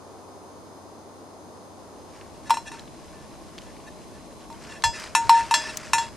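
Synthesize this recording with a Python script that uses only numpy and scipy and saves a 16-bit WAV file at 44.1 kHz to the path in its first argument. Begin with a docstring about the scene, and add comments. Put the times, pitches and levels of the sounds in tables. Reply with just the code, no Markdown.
"""On a snowy slope, a sheep nibbles twigs among the bushes. As it moves its head, the clapper of the sheet-
metal bell on its collar hits the wall and clanks. Between the clanks the clapper scrapes the bell, twigs
crackle and hooves sink into the snow. Behind it a tape drive whines over a soft far wind, and between 1.7 and
2.7 s the background changes."""
import sys
import numpy as np
from scipy import signal
from scipy.fft import rfft, irfft, next_fast_len
from scipy.io import wavfile
from scipy.ndimage import map_coordinates

SR = 44100
rng = np.random.default_rng(int(sys.argv[2]) if len(sys.argv) > 2 else 0)


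def master_out(mix):
    """Clip the mix to full scale and print it as 16-bit PCM to the path in sys.argv[1]."""
    frames = np.transpose(np.atleast_2d(mix))
    ceiling = np.clip(frames, -1, 1)
    pcm = np.round(ceiling * 32767).astype(np.int16)
    wavfile.write(sys.argv[1], SR, pcm)


N = 271656


def amp(db):
    """Turn decibels into a number to multiply by."""
    return 10 ** (np.asarray(db) / 20)


def unit(x):
    """Scale a sound to an average (rms) level of 1."""
    return x / np.sqrt(np.mean(x ** 2) + 1e-20)


def clock():
    """The time of every sample, in seconds."""
    return np.arange(N) / SR


def along(points, hz):
    """Read between (Hz, value) points, with all octaves equally wide."""
    freqs, values = np.transpose(points)
    return np.interp(np.log(hz + 1), np.log(freqs + 1), values)


def wobble(rate):
    """A smooth curve through `rate` random values a second."""
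    return map_coordinates(rng.standard_normal(int(N * rate / SR) + 4), [clock() * rate])


def filtered(x, response):
    """Multiply each frequency in a sound by response(hz)."""
    n = x.shape[-1]
    padded = next_fast_len(n + SR // 4)
    return irfft(rfft(x, padded) * response(np.fft.rfftfreq(padded, 1 / SR)), padded)[..., :n]


def noise(spectrum, likeness, n=N):
    """Coloured stereo noise. Likeness 1 makes left and right the same, -1 opposite."""
    def response(hz):
        angle = np.arccos(np.clip(along(likeness, hz), -1, 1)) / 2
        return amp(along(spectrum, hz)) * [np.cos(angle), np.sin(angle)]
    mid, side = filtered(rng.standard_normal((2, n)), response)
    return unit(np.array([mid + side, mid - side]))


def near_noise(spectrum, n=N):
    """Noise from just in front: left and right are alike except in the high treble."""
    return noise(spectrum, [(2500, 1.0), (5000, 0.92), (9000, 0.8), (13000, .1)], n)


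def tone(hz, waver, lag_rad=0):
    """A sine with a slightly unsteady pitch; the left side can lag behind."""
    cycles = rng.random() + np.cumsum(hz * (1 + waver * wobble(10))) / SR
    return np.sqrt(2) * np.sin(2 * np.pi * cycles + lag_rad * np.array([[-.5], [.5]]))


def swells(rows):
    """A loudness curve with one smooth hump for each row."""
    return sum(amp(db) * np.exp(-2 * ((clock() - middle) / length) ** 2) for middle, length, db in rows)


def add(track, start_s, sound):
    """Mix a sound into a track at the given time."""
    part = track[:, round(start_s * SR):][:, :sound.shape[1]]
    part += sound[:, :part.shape[1]]


def change_share(start_s=1.74, end_s=2.74):
    """Fade from 0 (before the background changes) to 1 (after it)."""
    return np.interp(clock(), (start_s, end_s), [0, 1])


# The whine's clearest tones. Each row: pitch in Hz, level in dB before the background changes, and level in dB
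# after it.
WHINE_TONES = [(4060, -81, -71), (4500, -75, -74), (4678, -78, -77), (4926, -77, -77), (5098, -73, -71),
               (5190, -79, -79), (5399, -75, -71), (6002, -79, -77), (6298, -75, -73), (6450, -76, -77),
               (9394, -82, -82)]
# The colour of the gear noise. Each row: frequency in Hz, relative level in dB.
GEAR_COLOUR = [(2500, -5), (4000, 5), (5500, -12.5), (6500, 9), (7700, -14), (9400, 6.5), (11500, -55),
               (12500, -40)]

def tape_drive(turn_hz=30, gears_db=-63.5, flutter_db=2):
    """A few fluttering tones over many weak ones, as the gear noise repeats with every turn."""
    spectrum = rfft(rng.standard_normal((2, round(SR / turn_hz))))
    one_turn = irfft(spectrum * (rng.random(spectrum.shape[1]) < .3))  # keep about 30% of the tones
    turning = np.tile(one_turn, N // one_turn.shape[1] + 1)[:, :N]
    gears = unit(filtered(turning, lambda hz: amp(along(GEAR_COLOUR, hz))))
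    whine = 0
    for hz, early_db, late_db in WHINE_TONES:
        db = early_db + (late_db - early_db) * change_share() + flutter_db * wobble(10)
        whine += amp(db) * tone(hz, waver=.0003, lag_rad=0.34)
    return amp(gears_db) * gears + whine


# The wind's colour before and after the background changes. Each row: frequency in Hz, relative level in dB.
EARLY_WIND = [(15, -59), (25, -26), (64, -18), (86, -8), (106, -30), (121, -15.5), (293, -8.5), (1060, -14),
              (1670, -29), (3010, -37), (5280, -33.5), (8100, -36), (10600, -34.5), (12100, -38),
              (15000, -95)]
LATE_WIND = [(15, -24), (25, -5.5), (64, 0), (125, -5.5), (213, -2.5), (286, -5), (318, -3.5), (529, -9),
             (621, -5.5), (729, -10), (1120, -10), (1310, -25), (5280, -28), (11500, -27.5), (15000, -74)]
# How alike left and right are for wind and hooves. Each row: frequency in Hz, likeness from -1 to 1.
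LIKENESS = [(40, -0.54), (80, -0.23), (140, 0.077), (290, 0.63), (640, 0.88), (1400, 0.3), (3100, 0.31),
            (6800, -0.056), (12000, -0.46)]

def wind(early_db=-45, late_db=-44):
    """Far wind with a faint hum; its colour and hum change partway through."""
    early_wind = amp(early_db) * noise(EARLY_WIND, LIKENESS) + amp(-60) * tone(hz=96.5, waver=0.0084)
    late_wind = amp(late_db) * noise(LATE_WIND, LIKENESS)
    late_wind += amp(-61.5 + 0.86 * wobble(3.7)) * tone(hz=318, waver=0.0064)
    share = change_share()
    return (np.sqrt(1 - share) * early_wind + np.sqrt(share) * late_wind) * amp(0.16 * wobble(2.65))


# Hoof steps. Each row: middle in seconds, length in seconds, level in dB.
HOOF_STEPS = [(4.88, 0.043, -32.5), (5.26, 0.054, -40.5), (5.43, 0.058, -46), (5.98, 0.29, -49)]
# The colour of a thud. Each row: frequency in Hz, relative level in dB.
THUD_COLOUR = [(25, -19), (60, 10), (140, 3.5), (250, -36), (600, -57)]

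def hooves():
    """Hooves sink into deep snow with soft thuds."""
    return swells(HOOF_STEPS) * noise(THUD_COLOUR, LIKENESS)


def crackle(per_second=1000, pitch_hz=3630, ring_cycles=4.3, spread_db=5, muffle_hz=10000):
    """Tiny cracks at random times, each ringing at its own pitch; snow muffles the highest treble."""
    count, samples = int(per_second * N / SR), np.arange(SR // 100)
    pitch, size = rng.standard_normal((2, count, 1)).clip(-2, 2)
    cycles = pitch_hz * np.exp(0.6 * pitch) * samples / SR
    rings = amp(spread_db * size) * np.exp(-cycles / ring_cycles) * np.sin(2 * np.pi * cycles)
    positions = rng.integers(0, N, (count, 1)) + samples
    cracks = np.bincount(positions.ravel(), rings.ravel(), N)[:N]  # add them all into one track
    return unit(filtered(cracks, lambda hz: 1 / (1 + (hz / muffle_hz) ** 10)))


# The colour of rubbing wool. Each row: frequency in Hz, relative level in dB.
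RUB_COLOUR = [(700, -3), (1400, 5), (2600, -2), (3700, -12), (4800, -3), (8300, -8), (10500, -17),
              (14000, -35), (16000, -60)]
# The head brushes twigs and snow. Each row: middle in seconds, length in seconds, level in dB.
HEAD_BRUSHES = [(2.19, 0.072, -54.5), (2.77, 0.065, -53), (3.63, .08, -60), (4.68, 0.09, -45.5),
                (5.02, 0.095, -38.5), (5.37, 0.22, -38.5), (5.67, 0.18, -42), (5.85, 0.11, -46.5),
                (6.02, 0.087, -42.5)]
# Twigs breaking. Each row: start in seconds, relative level in dB, pitch in Hz.
TWIG_SNAPS = [(2.211, -32.5, 2490), (2.794, -29, 4000), (2.877, -35, 2600), (3.081, -39, 2500),
              (3.580, -26.5, 3200), (3.585, -27, 3640), (3.618, -34, 4000), (3.766, -39, 2300),
              (3.802, -39, 2600), (4.526, -34, 3970), (4.822, -24.5, 3740), (4.998, -27, 6000),
              (5.041, -29, 5000), (5.771, -13.5, 6800)]

def twigs(nibble_db=-58.5, snap_rise_s=0.00054, snap_fade_s=0.018):
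    """Single snaps over a clumpy crackle of bark and snow and the rub of wool."""
    rub = unit(near_noise(RUB_COLOUR) * amp(2.5 * wobble(500)))
    rustle = unit((rub + amp(-3) * crackle()) * amp(2 * wobble(35)))
    out = (amp(nibble_db) * np.sqrt(change_share()) + swells(HEAD_BRUSHES)) * rustle
    t = np.arange(SR // 10) / SR
    for start, db, hz in TWIG_SNAPS:
        colour = [(hz / 6, -25), (hz / 2, -7), (hz, 0), (hz * 2, -13), (hz * 4, -36)]
        loudness = amp(db - 5 - 60 * t / snap_fade_s) * (1 - np.exp(-t / snap_rise_s))
        add(out, start, loudness * near_noise(colour, len(t)))
    return out


NOTE_HZ, HOLLOW_HZ = 922, 997  # the bell's main note, and the air in its mouth
# The tones of the bell's metal shell. Each row: pitch in Hz, seconds to fade by 60 dB,
# then relative level in dB when hit on the front wall, on the back wall and on the narrow side.
SHELL_TONES = [(624, 1.7, -40, -53, -58), (1425, .25, -42, -30, -30), (1755, .15, -17, -19, -31),
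               (2005, .16, -36, -30, -35), (2445, .15, -35, -25, -32), (2640, .11, -34, -18, -35),
               (2738, .2, -26, -29, -32), (3367, .23, -22, -36, -35), (3815, .1, -32, -25, -38),
               (4080, .22, -36, -36, -29), (4228, .12, -21, -36, -44), (4487, .12, -32, -40, -40),
               (4967, .56, -31, -49, -53), (5376, .2, -28, -40, -28), (5549, .16, -29, -23, -29),
               (6002, .12, -35, -27, -45), (6152, .22, -29, -34, -43), (6250, .19, -50, -37, -40),
               (6543, .33, -41, -42, -46), (6891, .2, -35, -28, -46), (7457, .22, -24, -48, -52),
               (7575, .19, -36, -30, -30), (7716, .22, -34, -35, -50), (8365, .28, -46, -38, -40),
               (8610, .1, -38, -35, -38), (8886, .13, -41, -28, -52), (9040, .17, -38, -33, -50),
               (9360, .12, -39, -32, -43), (10200, .13, -39, -48, -42), (11220, .13, -53, -37, -49)]

def shell_ring(t, wall, bright_db_per_octave=1.43):
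    """The spot that is hit decides how strongly each tone of the shell rings."""
    hz, fade_s, front, back, side = np.array(SHELL_TONES).T[:, :, None]
    wall_db = {"front": front, "back": back, "side": side}[wall]
    scatter_db, skew = rng.standard_normal((2, len(hz), 1))
    db = wall_db + scatter_db + bright_db_per_octave * np.log2(hz / np.median(hz))
    # short waves reach left and right out of step
    offset = np.multiply.outer([1, -1], skew) * 0.92 * (hz / hz.max()) ** 2
    phase = 2 * np.pi * rng.random(hz.shape) + offset
    return np.sum(amp(db - 60 * t / fade_s) * np.sin(2 * np.pi * hz * t + phase), axis=1)


# The clapper slides on the wall. Each row: middle in seconds, length in seconds, level in dB.
CLAPPER_SLIDES = [(2.478, 0.03, -44.5), (2.678, .022, -38), (2.74, 0.069, -47), (3.2, 0.078, -58.5),
                  (3.68, 0.035, -54), (3.88, 0.018, -48.5), (4.16, 0.038, -56), (4.74, 0.066, -41.5),
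                  (4.96, 0.033, -34.5), (5.375, .073, -32), (5.63, 0.095, -35.5), (5.70, 0.025, -35.5),
                  (6.04, 0.03, -39.5)]

def scrapes(note_db=-27, slips_per_second=1200, spread_db=3, width_hz=20, dull_db_per_octave=1.5):
    """The clapper slides in tiny random slips; each rings the bell, with the high tones softened."""
    tones = [(NOTE_HZ, note_db)]
    for hz, _, front, back, _ in SHELL_TONES:
        tones.append((hz, (front + back) / 2 - dull_db_per_octave * np.log2(hz / NOTE_HZ)))

    def resonances(f):
        damping = 1j * f * width_hz
        return sum((-1) ** k * amp(db) * damping / (hz * hz - f * f + damping)
                   for k, (hz, db) in enumerate(tones))
    slips = (rng.random(N) < slips_per_second / SR) * rng.choice([-1, 1], N)
    sizes = amp(spread_db * rng.standard_normal(N))
    return swells(CLAPPER_SLIDES) * unit(filtered(slips * sizes, resonances))


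# The colours of the clapper's clack and the seams' buzz. Each row: frequency in Hz, relative level in dB.
CLACK_COLOUR = [(600, -46), (880, -3), (1100, -16), (1500, -7), (2600, 7), (3600, -1), (4200, 9.5),
                (5100, -8), (7000, -3), (9300, -6), (10800, -13.5), (15000, -18), (17000, -42)]
BUZZ_COLOUR = [(700, -32), (1200, 10), (2600, 7), (4200, -0.5), (5100, 1.5), (7000, -26), (9300, 2.5),
               (10800, -7), (14000, -13), (16000, -51)]
# How loudly each wall clacks. Each entry: wall, relative level in dB.
WALL_CLACK_DB = {"front": -9.5, "back": -3.5, "side": 3}
# The clapper's hits. Each row: start in seconds, wall, relative level in dB of the shell
# and of the main note, seconds until the leaning clapper has choked that note by 20 dB.
CLAPPER_HITS = [(2.496, "back", -16.5, -23, 0.13), (2.505, "side", -4, -10, 0.038),
                (2.541, "back", -16, -23.5, 0.035), (2.57, "side", -15.5, -24, 0.024),
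                (2.717, "back", -24, -38, .095), (4.501, "side", -30, -36.5, 0.076),
                (4.838, "front", .5, -16, 0.083), (5.150, "back", 1, -15.5, 0.16),
                (5.294, "side", 0.5, -5.5, .17), (5.51, "back", -8.5, -13.5, 0.07),
                (5.540, "front", 2.5, -20.5, .078), (5.933, "back", 0.5, -17, 0.16),
                (5.982, "front", -7, -25, 0.049)]

def bell(note_fade_s=0.79, hollow_fade_s=0.025, clack_fade_s=.024, buzz_fade_s=.14):
    """Each hit rings the shell and the main note, which dies early as the clapper leans on the wall."""
    note_rise_s, metal_rise_s, flare_s = .0006, .0003, .011
    # the small mouth lets out little below the main note
    mouth = signal.butter(6, 810, "highpass", fs=SR, output="sos")
    out, t = np.zeros((2, N)), np.arange(SR * 3 // 4) / SR
    for start, wall, shell_db, note_db, choke_s in CLAPPER_HITS:
        clack_db = WALL_CLACK_DB[wall] + 1.11 * shell_db  # hard hits clack more
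        note_level = amp(note_db - 60 * t / note_fade_s - 20 * (t / choke_s) ** 3)
        note = note_level * np.cos(2 * np.pi * NOTE_HZ * t)
        # sound escapes easily from the open mouth, so the air there rings only briefly
        hollow = amp(clack_db - 4 - 60 * t / hollow_fade_s) * np.cos(2 * np.pi * HOLLOW_HZ * t)
        low_tones = signal.sosfilt(mouth, (note + hollow) * (1 - np.exp(-t / note_rise_s)))
        # the contact clacks, and the seams of the folded sheet buzz
        clack = amp(clack_db - 17 - 60 * t / clack_fade_s) * near_noise(CLACK_COLOUR, len(t))
        buzz = amp(-28.5 - 60 * t / buzz_fade_s) * near_noise(BUZZ_COLOUR, len(t))
        # sheet metal that is hit hard loses its first energy quickly
        flare = amp(3 * np.exp(-t / flare_s))
        metal = amp(shell_db - 1) * flare * (shell_ring(t, wall) + buzz) + clack
        add(out, start, low_tones + metal * (1 - np.exp(-t / metal_rise_s)))
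    return out


# The stereo balance of bell and twigs. Each row: frequency in Hz, left level minus right level in dB.
SHEEP_BALANCE = [(900, 1.4), (2400, 0.1), (4400, 0.5), (8000, 2.5), (10500, -5), (14000, -13.5)]

def scene():
    """The sheep close in front, with wind and tape drive behind it."""
    sheep = bell() + scrapes() + twigs()
    sheep = filtered(sheep, lambda hz: amp(np.outer([.5, -.5], along(SHEEP_BALANCE, hz))))
    lean_left = amp([[.5], [-.5]])
    return sheep + (hooves() + wind()) * lean_left + tape_drive()


def record(dry, top_hz=16600):
    """Flatten peaks beyond full scale and cut off the very highest treble."""
    return filtered(np.clip(dry, -1, 1), lambda hz: hz < top_hz)


dry = scene()
out = record(dry)
master_out(out)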